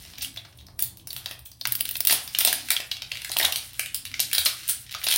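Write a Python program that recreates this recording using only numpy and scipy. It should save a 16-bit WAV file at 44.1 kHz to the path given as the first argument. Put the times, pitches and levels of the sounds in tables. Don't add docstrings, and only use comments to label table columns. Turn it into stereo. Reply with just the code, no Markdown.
import sys
import numpy as np
from scipy import signal
from scipy.fft import rfft, irfft, next_fast_len
from scipy.io import wavfile
from scipy.ndimage import uniform_filter1d, minimum_filter1d, map_coordinates

SR = 44100
rng = np.random.default_rng(int(sys.argv[2]) if len(sys.argv) > 2 else 0)


def store_pcm(level_fs):
    pcm = np.round(np.clip(level_fs, -1, 1) * 32767).astype(np.int16)
    wavfile.write(sys.argv[1], SR, np.atleast_2d(pcm).T)


def natural_amplitude(level_db):
    exponent = np.asarray(level_db, float) / 20
    return 10 ** exponent


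N = 228261
LEAD_IN = 64


def unit(x):
    return x / np.sqrt(np.mean(x ** 2) + 1e-20)


def top(x):
    return x / np.abs(x).max(axis=1, keepdims=True)


def columns(table):
    return np.array(table, float).T[:, :, None]


def along(points, hz):
    f, v = np.transpose(points)
    return np.interp(np.log(hz + 1), np.log(np.abs(f) + 1), v)


def wobble(rate):
    knots = rng.standard_normal(int(N * rate / SR) + 4)
    return map_coordinates(knots, [np.arange(N) * rate / SR])


def filtered(x, response):
    m = next_fast_len(x.shape[-1] + 4096)
    return irfft(rfft(x, m) * response(np.fft.rfftfreq(m, 1 / SR)), m)[..., :x.shape[-1]]


def causal(spectrum):
    def response(hz):
        cepstrum = irfft(np.log(natural_amplitude(along(spectrum, hz))))
        half = len(cepstrum) // 2
        cepstrum[1:half] *= 2
        cepstrum[half + 1:] = 0
        return np.exp(rfft(cepstrum))
    return response


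def peak(hz, centre_hz, width_hz):
    return 1j * hz * width_hz / (centre_hz ** 2 - hz ** 2 + 1j * hz * width_hz)


def evened(x, luck):
    z = rfft(np.roll(x, LEAD_IN, axis=1))
    patches = natural_amplitude(3 * unit(uniform_filter1d(luck[:, :z.shape[1]], size=48, axis=1)))
    power = np.abs(uniform_filter1d(np.abs(z) ** 2, size=28, axis=1))
    return irfft(patches * z / np.sqrt(power + 1e-12), x.shape[1])


def bursts(start_s, length_ms, colour, count=6):
    t = np.arange(1536) / SR
    draw = rng.standard_normal((len(start_s), 2, len(t)))
    life = np.clip(length_ms, .3, 12) / 1000
    run = (t / life) ** 1.66 * np.exp(-t / life * 2.67)
    clicks = draw[:, 0] * natural_amplitude(6 * draw[:, 1]) * run
    sound = colour(evened(clicks, draw[:, 1]))
    tracks = np.zeros((count, N + len(t)))
    for k, row in enumerate(sound):
        start = round(start_s[k, 0] * SR) - LEAD_IN
        tracks[k % count, start:][:len(t)] += row
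    return tracks[:, :N]


# (time [s], panel peak level [dB], tip level re panel [dB], facet pitch [Hz])
PICKED_CREASES = [(0.0503, -33.5, -23, 2350), (0.1354, -28, -26, 3450), (0.183, -29, -4.5, 3450),
                  (0.2214, -27, 5, 5130), (0.2466, -29, 0.5, 3045), (0.342, -40, -4, 3470),
                  (0.3722, -28, -11, 3530), (0.574, -50, 7.5, 3380), (0.7926, -26.5, 9.5, 2270),
                  (0.7902, -28.5, -9, 4740), (0.823, -27.5, 11.5, 3506), (0.9713, -39, 0, 3900),
                  (1.072, -31.5, 3, 5830), (1.1055, -30.5, -2, 4400), (1.1299, -31.5, 5.5, 3930),
                  (1.1641, -23, -1.5, 3570), (1.2426, -39, -12, 3600), (1.2592, -18.5, -16, 2780),
                  (1.293, -49, 7, 2920), (1.3107, -23, -8, 3180), (1.3916, -37, -3.5, 3330),
                  (1.4584, -37, -5, 3560), (1.516, -33, -10, 4530)]
UNZIPPED_CREASES = [(1.6113, -19, -13.5, 4100), (1.6542, -40, -33, 3300), (1.6718, -15, 3, 3020),
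                    (1.7217, -18.5, 4.5, 3280), (1.7524, -17.5, 4, 3500), (1.8076, -13.5, -2.5, 3330),
                    (1.8538, -20, 0, 3260), (1.89, -22.5, 1, 2970), (1.9101, -23.5, 6, 3080),
                    (1.9544, -18, -8, 2460), (1.9668, -26.5, 9, 4120), (2.005, -17, 3, 5200),
                    (2.0505, -20, 5.5, 3020), (2.0714, -13.5, 6.5, 3000), (2.0964, -6.5, -23, 3800),
                    (2.1061, -36, 20, 3960), (2.1238, -8, 2.5, 3920), (2.2763, -22.5, -12, 3600)]
PEELED_CREASES = [(2.3488, -14.5, -21, 3240), (2.387, -10.5, -5, 3740), (2.409, -12, -14, 2940),
                  (2.4491, -9.5, -2, 3500), (2.4733, -12.5, 0.5, 4160), (2.528, -14, -0.5, 3170),
                  (2.686, -22, -12, 2973), (2.7041, -11.5, -4.5, 2200), (2.764, -17, -5.5, 3540),
                  (2.8019, -17.5, -17, 2380), (2.9135, -16.5, -14.5, 3550), (2.967, -24, -31, 3760),
                  (3.02, -18, -45, 3370), (3.1181, -13.5, -34, 3030), (3.1542, -22, -20, 2550),
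                  (3.1703, -20.5, -22, 2870), (3.1963, -39, -3, 3290), (3.2176, -24, -13, 2640),
                  (3.2464, -20.5, -6, 1840), (3.2935, -23, -19, 4870), (3.3168, -15, -8, 4220),
                  (3.3363, -27.5, -22, 3940), (3.3678, -9.5, -11.5, 3200), (3.3869, -20, -2, 4200),
                  (3.3976, -12.5, -9.5, 3200), (3.4283, -14, -14, 3320), (3.4491, -17, 0.5, 3300),
                  (3.5222, -14, -9.5, 2900), (3.5586, -13.5, -3.5, 3440)]
TUGGED_CREASES = [(3.7941, -13, -9, 2610), (3.8594, -23, -10, 2700), (3.945, -22, 0, 3440),
                  (4.0524, -19.5, -10.5, 3200), (4.115, -29.5, -20, 2390), (4.1408, -20.5, -43, 2520),
                  (4.1943, -12, -28, 3620), (4.2016, -15.5, 1.5, 3560), (4.3136, -21.5, -11, 2370),
                  (4.3305, -11.5, -8, 3740), (4.3491, -11, -12, 3620), (4.3815, -8.5, -5.5, 3770),
                  (4.4582, -14.5, -5.5, 4150), (4.679, -31.5, 5.5, 4150), (4.6875, -17.5, -15, 3930),
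                  (4.864, -34, -35, 3260), (4.893, -31.5, -37, 2970), (4.91, -28.5, -10, 2840),
                  (4.917, -27, -7, 3920), (4.925, -23, -11.5, 3700), (4.9475, -18.5, -24, 3540),
                  (4.986, -44, 5, 3910), (4.9954, -33, -15, 3290), (5.0399, -24, 3, 3440),
                  (5.0673, -11.5, -22, 3550), (5.0856, -16, -0.5, 4300), (5.106, -21, -3, 3860),
                  (5.1119, -9.5, -9, 3540), (5.1597, -12.5, -4.5, 3900)]
SMALL_CREASES = [(0.2191, -45, -15, 3240), (0.2289, -40, -2, 4810), (0.2583, -41, -12, 3000),
                 (0.3607, -31, -15, 2410), (2.7157, -13, -3, 3080), (0.6669, -37, -9, 4750),
                 (1.2374, -50, -10, 3610), (1.3313, -45, -9, 3760), (5.003, -44, 2.5, 3890),
                 (2.4247, -42, -26, 3030), (2.4837, -21, -24, 2750), (2.539, -27, -12, 3000),
                 (3.105, -41, -27, 2150), (3.1475, -34, -9, 3150), (3.386, -17, 3, 4120),
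                 (3.4004, -25, -22, 3180), (3.4615, -26, -16, 3400), (3.468, -41, -12, 2230),
                 (3.5352, -33, -12, 2870), (3.595, -44, -16, 3360), (3.7328, -32, -9, 4060),
                 (3.7427, -36, -28, 3230), (4.3595, -16, -2, 4460), (4.3918, -27, -5, 4110),
                 (4.4165, -23, -5, 3760), (4.4727, -37, -10, 3450), (4.4842, -20.5, -29, 4410),
                 (5.0146, -27, -13, 2094), (5.0291, -26, -19, 2210), (5.0368, -21, -12, 3510),
                 (5.0424, -19, -5, 3070), (5.0765, -14.5, -14, 3330), (5.0864, -10, -23, 3600),
                 (5.1226, -13, -20, 3210), (5.1287, -17, -20, 3650), (5.1383, -13, -5, 3530),
                 (2.0702, -19, 2, 4060), (2.1095, -14, -5, 3970), (2.128, -10.5, -16, 4100),
                 (4.297, -45, 6, 4000), (4.3845, -15, -20, 3840), (4.4, -31, -2, 3600),
                 (4.4635, -14.5, -3, 3900), (4.334, -25, 6, 4300), (4.352, -23, -2, 3280),
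                 (1.108, -33, -6, 4312), (3.433, -18, -3, 3200), (3.9514, -34, 5, 3500),
                 (3.957, -45, 7, 3530), (3.9635, -40, 6, 3570), (2.406, -18, 2, 3400),
                 (2.4515, -22, 6, 3800), (4.0695, -41, -15, 3800), (0.155, -35, -18, 3360),
                 (0.61, -41, -14, 3400)]
# (snap length [ms], shell level re snap [dB], tip sharpness [dB])
STAGE_HABITS = [
    (1.45, -22, 2),
    (1.44, -26, 15.5),
    (2.1, -28, -23.5),
    (1.97, -32.5, -13),
    (1.67, -27, 22),
]


def creases():
    stages = (PICKED_CREASES, UNZIPPED_CREASES, PEELED_CREASES, TUGGED_CREASES, SMALL_CREASES)
    rows = np.array([(*row, *habit) for table, habit in zip(stages, STAGE_HABITS) for row in table], float)
    luck = rng.standard_normal((len(rows), 2))
    rows[:, 4] *= natural_amplitude(2.5 * luck[:, 0])
    rows[:, 6] += 5 * luck[:, 1]
    return rows.T


# (frequency [Hz], width [Hz], level [dB])
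BALL_RESONANCES = [(307, 2020, -16.5), (687, 178, 0.5), (869, 162, 1.5), (1077, 570, -4.5)]


def ball(hz):
    return sum((-1) ** k * natural_amplitude(db) * peak(hz, centre, width)
               for k, (centre, width, db) in enumerate(BALL_RESONANCES))


# (frequency [Hz], level [dB])
PANEL_COLOUR = [(700, -35.5), (1500, -9), (2500, -5.5), (3500, -3.5), (5000, -3), (6600, -9.5),
                (10000, -17)]


def snaps(table):
    s, db, shell_db, facet_hz, length_ms = columns(table)

    def facet(hz):
        return causal(PANEL_COLOUR)(hz) * (0.33 + peak(hz, facet_hz, 0.43 * facet_hz))

    def colour(x):
        shell = natural_amplitude(shell_db - 0.5) * top(filtered(x, ball))
        return natural_amplitude(db + 1.5) * (top(filtered(x, facet)) + shell)
    return bursts(s, length_ms, colour)


# (time [s], peak level [dB], shell level re peak [dB],
# facet pitch [Hz], length [ms])
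CRUNCHES = [(0.2075, -24, -54, 3640, 7), (0.216, -18.5, -50, 5060, 5.4), (0.175, -33, -48, 2680, 15),
            (0.2219, -26, -51, 2940, 16), (0.448, -36.5, -8, 2900, 5.8),
            (0.5236, -43.5, -39, 2900, 6.3), (0.586, -37, -48, 3260, 4.8),
            (0.603, -39, -54, 3540, 2.3), (0.685, -40.5, -7, 2000, 0.95),
            (0.9962, -39.5, -45, 3280, 2.8), (1.6535, -10, -21, 1760, 1.5),
            (2.1072, -11.5, -17.5, 2640, 2.12), (2.4755, -15.5, -14.5, 3280, 7.2),
            (2.7040, -16.5, -15.5, 2000, 4.5), (3.4130, -10.5, -13.5, 2170, 0.92),
            (3.4444, -18.5, -10, 1650, 2.3), (3.4478, -13, -28, 3700, 1.5),
            (2.4045, -19, -21, 3070, 6.1), (1.8048, -21, -21, 3300, 0.98),
            (3.4511, -14.5, -17, 2210, 1.1), (4.4581, -7.5, -23, 3400, 2.2),
            (4.4628, -13.5, -39, 2970, 5.7), (4.6914, -23.5, -26, 1390, 16),
            (4.9411, -19, -32, 2300, 0.75), (4.9484, -23, -21.5, 1330, 1.5),
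            (5.0992, -18, -28, 2280, 2.8)]


def film_panels(s, db, shell_db, facet_hz, length_ms):
    single = np.transpose([s, db + 0.5, shell_db, facet_hz, length_ms])
    return snaps(single) + snaps(CRUNCHES)


# (frequency [Hz], level [dB])
TIP_COLOUR = [(1200, -65), (3000, -4), (7000, -6.5), (9000, 5), (12000, 0.5), (14500, 1.5), (16500, -1)]


def ticks(table, length_ms):
    s, db, sharp_db = columns(table)

    def tip(hz):
        return causal(TIP_COLOUR)(hz) * (1 + natural_amplitude(sharp_db + 10.5) * peak(hz, 17930, 3700))
    return bursts(s, length_ms, lambda x: natural_amplitude(db + 0.5) * top(filtered(x, tip)))


# (time [s], peak level [dB], sharpness [dB])
LONG_TEARS = [(0.2224, -21, -21), (0.8, -19, -20), (0.812, -30, -11), (1.452, -18, 16), (3.956, -25, 11),
              (0.83, -18.5, -4), (2.48, -30, 2), (3.372, -25, -2), (2.1065, -5, -17), (2.1245, -12.5, -32),
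              (2.4094, -10, 14), (3.4, -24, 2), (4.449, -8.5, -18), (4.4644, -12, -15), (4.6853, -9.5, 8),
              (4.6902, -2.5, -2), (4.6916, -12.5, -4), (5.12, -11.5, -25)]


def crease_tips(s, db, sharp_db):
    return ticks(np.transpose([s, db + 13, sharp_db]), length_ms=1.31) + ticks(LONG_TEARS, length_ms=6.3)


# (time [s], peak level [dB], pitch [Hz], length [ms])
SINGING_FACETS = [(0.247, -16, 3040, 1.7), (0.372, -15.5, 3630, 4.2), (0.8232, -28, 3840, 2.1),
                  (1.1045, -20, 4170, 3.8), (1.26, -16.5, 3800, 1.7), (1.3115, -26, 3020, 2.4),
                  (1.6538, -7.5, 3600, 1.7), (2.0998, -12, 3440, 1.3), (2.3484, -7.5, 3070, 1.9),
                  (2.4101, -21, 3640, 1.6), (2.5276, -14, 1700, 1.4), (2.7047, -7.5, 3930, 2),
                  (2.7656, -3, 3300, 2.1), (2.9158, -7.5, 3150, 2.6), (3.1169, -11.5, 2640, 1.2),
                  (3.4012, -9, 2000, 2.3), (3.4267, -7, 3730, 4.6), (3.452, 0, 3570, 2.7),
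                  (3.5243, -12, 2900, 1.5), (3.7931, -33, 2400, 1.7), (4.1402, -18, 2180, 1.3),
                  (4.3807, -10, 4090, 3), (4.462, -3.5, 4100, 3.3), (4.9465, -21.5, 1236, 2.6),
                  (5.0669, -13, 3550, 0.89)]


def pings():
    s, db, facet_hz, length_ms = columns(SINGING_FACETS)

    def note(hz):
        return peak(hz, facet_hz, 0.22 * facet_hz) ** 2
    return bursts(s - .001, length_ms, lambda x: natural_amplitude(db - 5) * top(filtered(x, note)))


# (time [s], peak level [dB])
BALL_KNOCKS = [(0.37, -40), (0.787, -45), (1.07, -43.5), (1.309, -32), (1.654, -32), (1.956, -41),
               (2.003, -31), (2.125, -19), (2.412, -27.5), (2.449, -23), (2.473, -18), (2.527, -26),
               (2.708, -42), (2.799, -28), (3.019, -39), (3.298, -29.5), (3.364, -20), (3.399, -20),
               (3.413, -18), (3.424, -45), (3.444, -29), (3.793, -30), (4.195, -31), (4.379, -29.5),
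               (4.69, -44), (5.068, -23), (5.158, -30.5)]


def knocks():
    s, db = columns(BALL_KNOCKS)
    return bursts(s, 0.77, lambda x: natural_amplitude(db - 3.5) * top(filtered(x, ball)))


def crinkles(level_db, spectrum, rate):
    dense = rate / SR * natural_amplitude(6.7 * wobble(30))
    grains = (rng.random(N) < dense) * rng.laplace(size=N)
    return natural_amplitude(level_db) * unit(filtered(grains, causal(spectrum)))


# (time [s], level [dB])
HAND_ACTIVITY = [(0.0, -44.5), (0.29, -63), (0.88, -70), (1.24, -53), (1.5, -93), (1.65, -42), (1.78, -38),
                 (1.99, -42), (2.3, -40.5), (2.58, -34.5), (2.98, -60), (3.431, -39), (3.63, -42.5),
                 (4.07, -57), (4.36, -41), (4.74, -41.5), (4.94, -64), (5.17, -30)]


def rustle():
    s, active_db = np.transpose(HAND_ACTIVITY)
    usual_db = active_db.mean()
    rub_db = np.interp(np.arange(N) / SR, s, active_db)
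    fine_db = usual_db + 0.71 * (rub_db - usual_db) - 2.5
    return crinkles(rub_db - 5.5, PANEL_COLOUR, rate=1100) + crinkles(fine_db, TIP_COLOUR, rate=1900)


# (left delay [s], right delay [s], level [dB])
NEAR_ECHOES = [(.0022, 0.0024, -33), (.0031, 0.0029, -6), (.0087, 0.0068, -10)]
# (frequency [Hz], phase [radians])
LEFT_LEAD = [(0, -0.091), (1640, -0.55), (2410, 1.3), (4220, 1.14), (4570, 1.8), (5430, 0.67),
             (8350, -0.49), (16400, -0.099)]


def near(x):
    side = np.array([[.5], [-.5]])

    def path(hz):
        echoes = 1 + sum(natural_amplitude(db) * np.exp(-2j * np.pi * hz * [[left], [right]])
                         for left, right, db in NEAR_ECHOES)
        return echoes * np.exp(1j * side * along(LEFT_LEAD, hz))
    return filtered(x, path)


# (frequency [Hz], time to fall 60 dB [s])
ROOM_DECAY = [(300, 0.36), (1000, 0.44), (3000, 0.32), (8000, 0.28), (15000, 0.16)]


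def room(tracks):
    hz, t, z = signal.stft(rng.standard_normal((len(tracks), 2, SR // 2)), SR, nperseg=256)
    alike = (1 / (1 + (hz / 805) ** 2))[:, None]
    z[:, 1] = alike * z[:, 0] + np.sqrt(1 - alike ** 2) * z[:, 1]
    decay = natural_amplitude(-60 * t / along(ROOM_DECAY, hz)[:, None])
    tail = signal.istft(z * decay, SR, nperseg=256)[1]
    tail *= 1 - np.exp(-(np.arange(tail.shape[-1]) / SR / .007) ** 3)
    tail /= np.sqrt(np.mean(np.sum(tail ** 2, axis=-1)))
    return signal.fftconvolve(tracks[:, None], tail, axes=2)[..., :N].sum(axis=0)


# (time [s], peak level [dB], pitch [Hz])
FLOOR_THUDS = [(0.189, -44, 72), (0.348, -43, 102), (0.589, -41, 73), (0.728, -57, 122),
               (0.847, -48, 118.4), (0.974, -47, 87.5), (1.147, -42.5, 126), (1.229, -46, 101),
               (1.398, -44, 69.6), (1.677, -39.5, 119.6), (1.968, -45, 101), (2.114, -47, 104),
               (2.577, -54, 110), (3.436, -38, 78.1), (4.05, -42, 93.6), (4.388, -41, 80.7)]


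def thuds():
    s, db, hz = columns(FLOOR_THUDS)
    since = np.clip(np.arange(N) / SR - s, 0, None)
    swell = (1 - np.exp(-since / 0.011)) * np.exp(-since / 0.037)
    return natural_amplitude(db[:, 0] + 5.5) @ (swell * np.sin(2 * np.pi * hz * since))


# (frequency [Hz], level [dB per Hz])
RUMBLE_COLOUR = [(15, -34), (25, -1.5), (104, 2), (196, -11.5), (339, -16.5), (440, -22.5), (703, -22),
                 (1200, -26.5), (1560, -93), (2640, -120)]


def rumble():
    noise = rng.standard_normal((2, N))
    mid, side = unit(filtered(noise, lambda hz: natural_amplitude(along(RUMBLE_COLOUR, hz))))
    return natural_amplitude(-55.5 + 4 * wobble(3.09)) * (mid + .63 * side * [[1], [-1]])


# (frequency [Hz], rms level [dB])
APPLIANCE_TONES = [(119.3, -58.5), (60.4, -61), (86.8, -64.5)]


def hum():
    t = np.arange(N) / SR
    return sum(natural_amplitude(db + 3.0 + 0.24 * wobble(6.1)) * np.sin(2 * np.pi * hz * t + 0.33 * wobble(1.73))
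               for hz, db in APPLIANCE_TONES)


# (time [s], level [dB])
APPLIANCE_LOAD = [(0.0, -80), (0.3, -58.5), (0.52, -72.5), (1.1, -64.5), (1.32, -63), (1.45, -87),
                  (1.65, -61), (1.93, -59), (2.3, -67), (2.65, -55.5), (2.85, -82), (3.05, -88),
                  (3.41, -68), (3.8, -72), (4.23, -60), (4.88, -74.5), (5.17, -78)]
# (frequency [Hz], width [Hz], level [dB])
ROOM_BOOMS = [(81, 27, -3), (185.8, 8.7, -1.5), (248.1, 21, -2), (272.7, 18, -3), (322.5, 35, -6)]


def drone():
    booms = 0
    for centre, width, db in ROOM_BOOMS:
        ringing = filtered(rng.standard_normal(N), lambda hz: peak(hz, centre, width) ** 2)
        booms = booms + natural_amplitude(db + 3.5 * wobble(5.0)) * unit(ringing)
    s, load_db = np.transpose(APPLIANCE_LOAD)
    return natural_amplitude(np.interp(np.arange(N) / SR, s, load_db) + 2.5) * unit(booms)


RIGHT_LAGS = [0, 1, 0, -1, 0, 0]


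def scene():
    s, db, tip_db, hz, ms, shell_db, sharp_db = creases()
    panels = film_panels(s, db, shell_db, hz, ms)
    panels[0] += rustle()
    tips = crease_tips(s, db + tip_db, sharp_db)
    notes = pings()
    shell = knocks()
    dry_tracks = panels + notes + shell + tips
    ports = sum(np.array([track, np.roll(track, lag)]) for track, lag in zip(dry_tracks, RIGHT_LAGS))
    wet = natural_amplitude(-2) * panels + natural_amplitude(-11) * notes + natural_amplitude(-7) * shell + natural_amplitude(0.5) * tips
    t = np.arange(N) / SR
    facing = natural_amplitude(-7 * ((t > 1.6) & (t < 2.06)))
    return near(ports) + room(facing * wet) + rumble() + thuds() + hum() + drone()


def starved(x, depth_db, scatter_db, from_hz):
    hz, t, z = signal.stft(x, SR, nperseg=256)
    power = np.mean(np.abs(z) ** 2, axis=0)
    patch = np.abs(uniform_filter1d(uniform_filter1d(power, size=5, axis=0), size=3, axis=1))
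    spread = uniform_filter1d(patch, size=15, axis=0)
    snap = -minimum_filter1d(-spread, size=15, origin=3, axis=1)
    luck = rng.standard_normal((len(hz) // 5 + 1, len(t) // 2 + 1)).repeat(5, 0).repeat(2, 1)
    luck = luck[:len(hz), :len(t)]
    dropped = patch < snap * natural_amplitude(2 * (scatter_db * luck - depth_db))
    dropped &= luck > 0
    dropped &= (hz > from_hz)[:, None]
    return signal.istft(z * ~dropped, SR, nperseg=256)[1][:, :N]


def top_cut(x):
    return signal.sosfilt(signal.butter(12, 16800, fs=SR, output="sos"), x)


# (frequency [Hz], left minus right level [dB])
PORT_COLOUR = [(60, -5), (110, -0.5), (200, -4), (380, 2), (700, 0), (1290, 4), (2380, 0.5), (4400, 4),
               (8120, -1), (15000, 4)]


def record(dry):
    side = np.array([[.5], [-.5]])

    def ports(hz):
        bass_cut = hz ** 2 / (hz ** 2 + 45 ** 2)
        return natural_amplitude(side * along(PORT_COLOUR, hz)) * (hz < 15940) * bass_cut
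    x = filtered(dry, ports)
    x = x / (1 + np.abs(x) ** 6) ** (1 / 6)
    return top_cut(x)


dry = scene()
out = record(dry)
store_pcm(out)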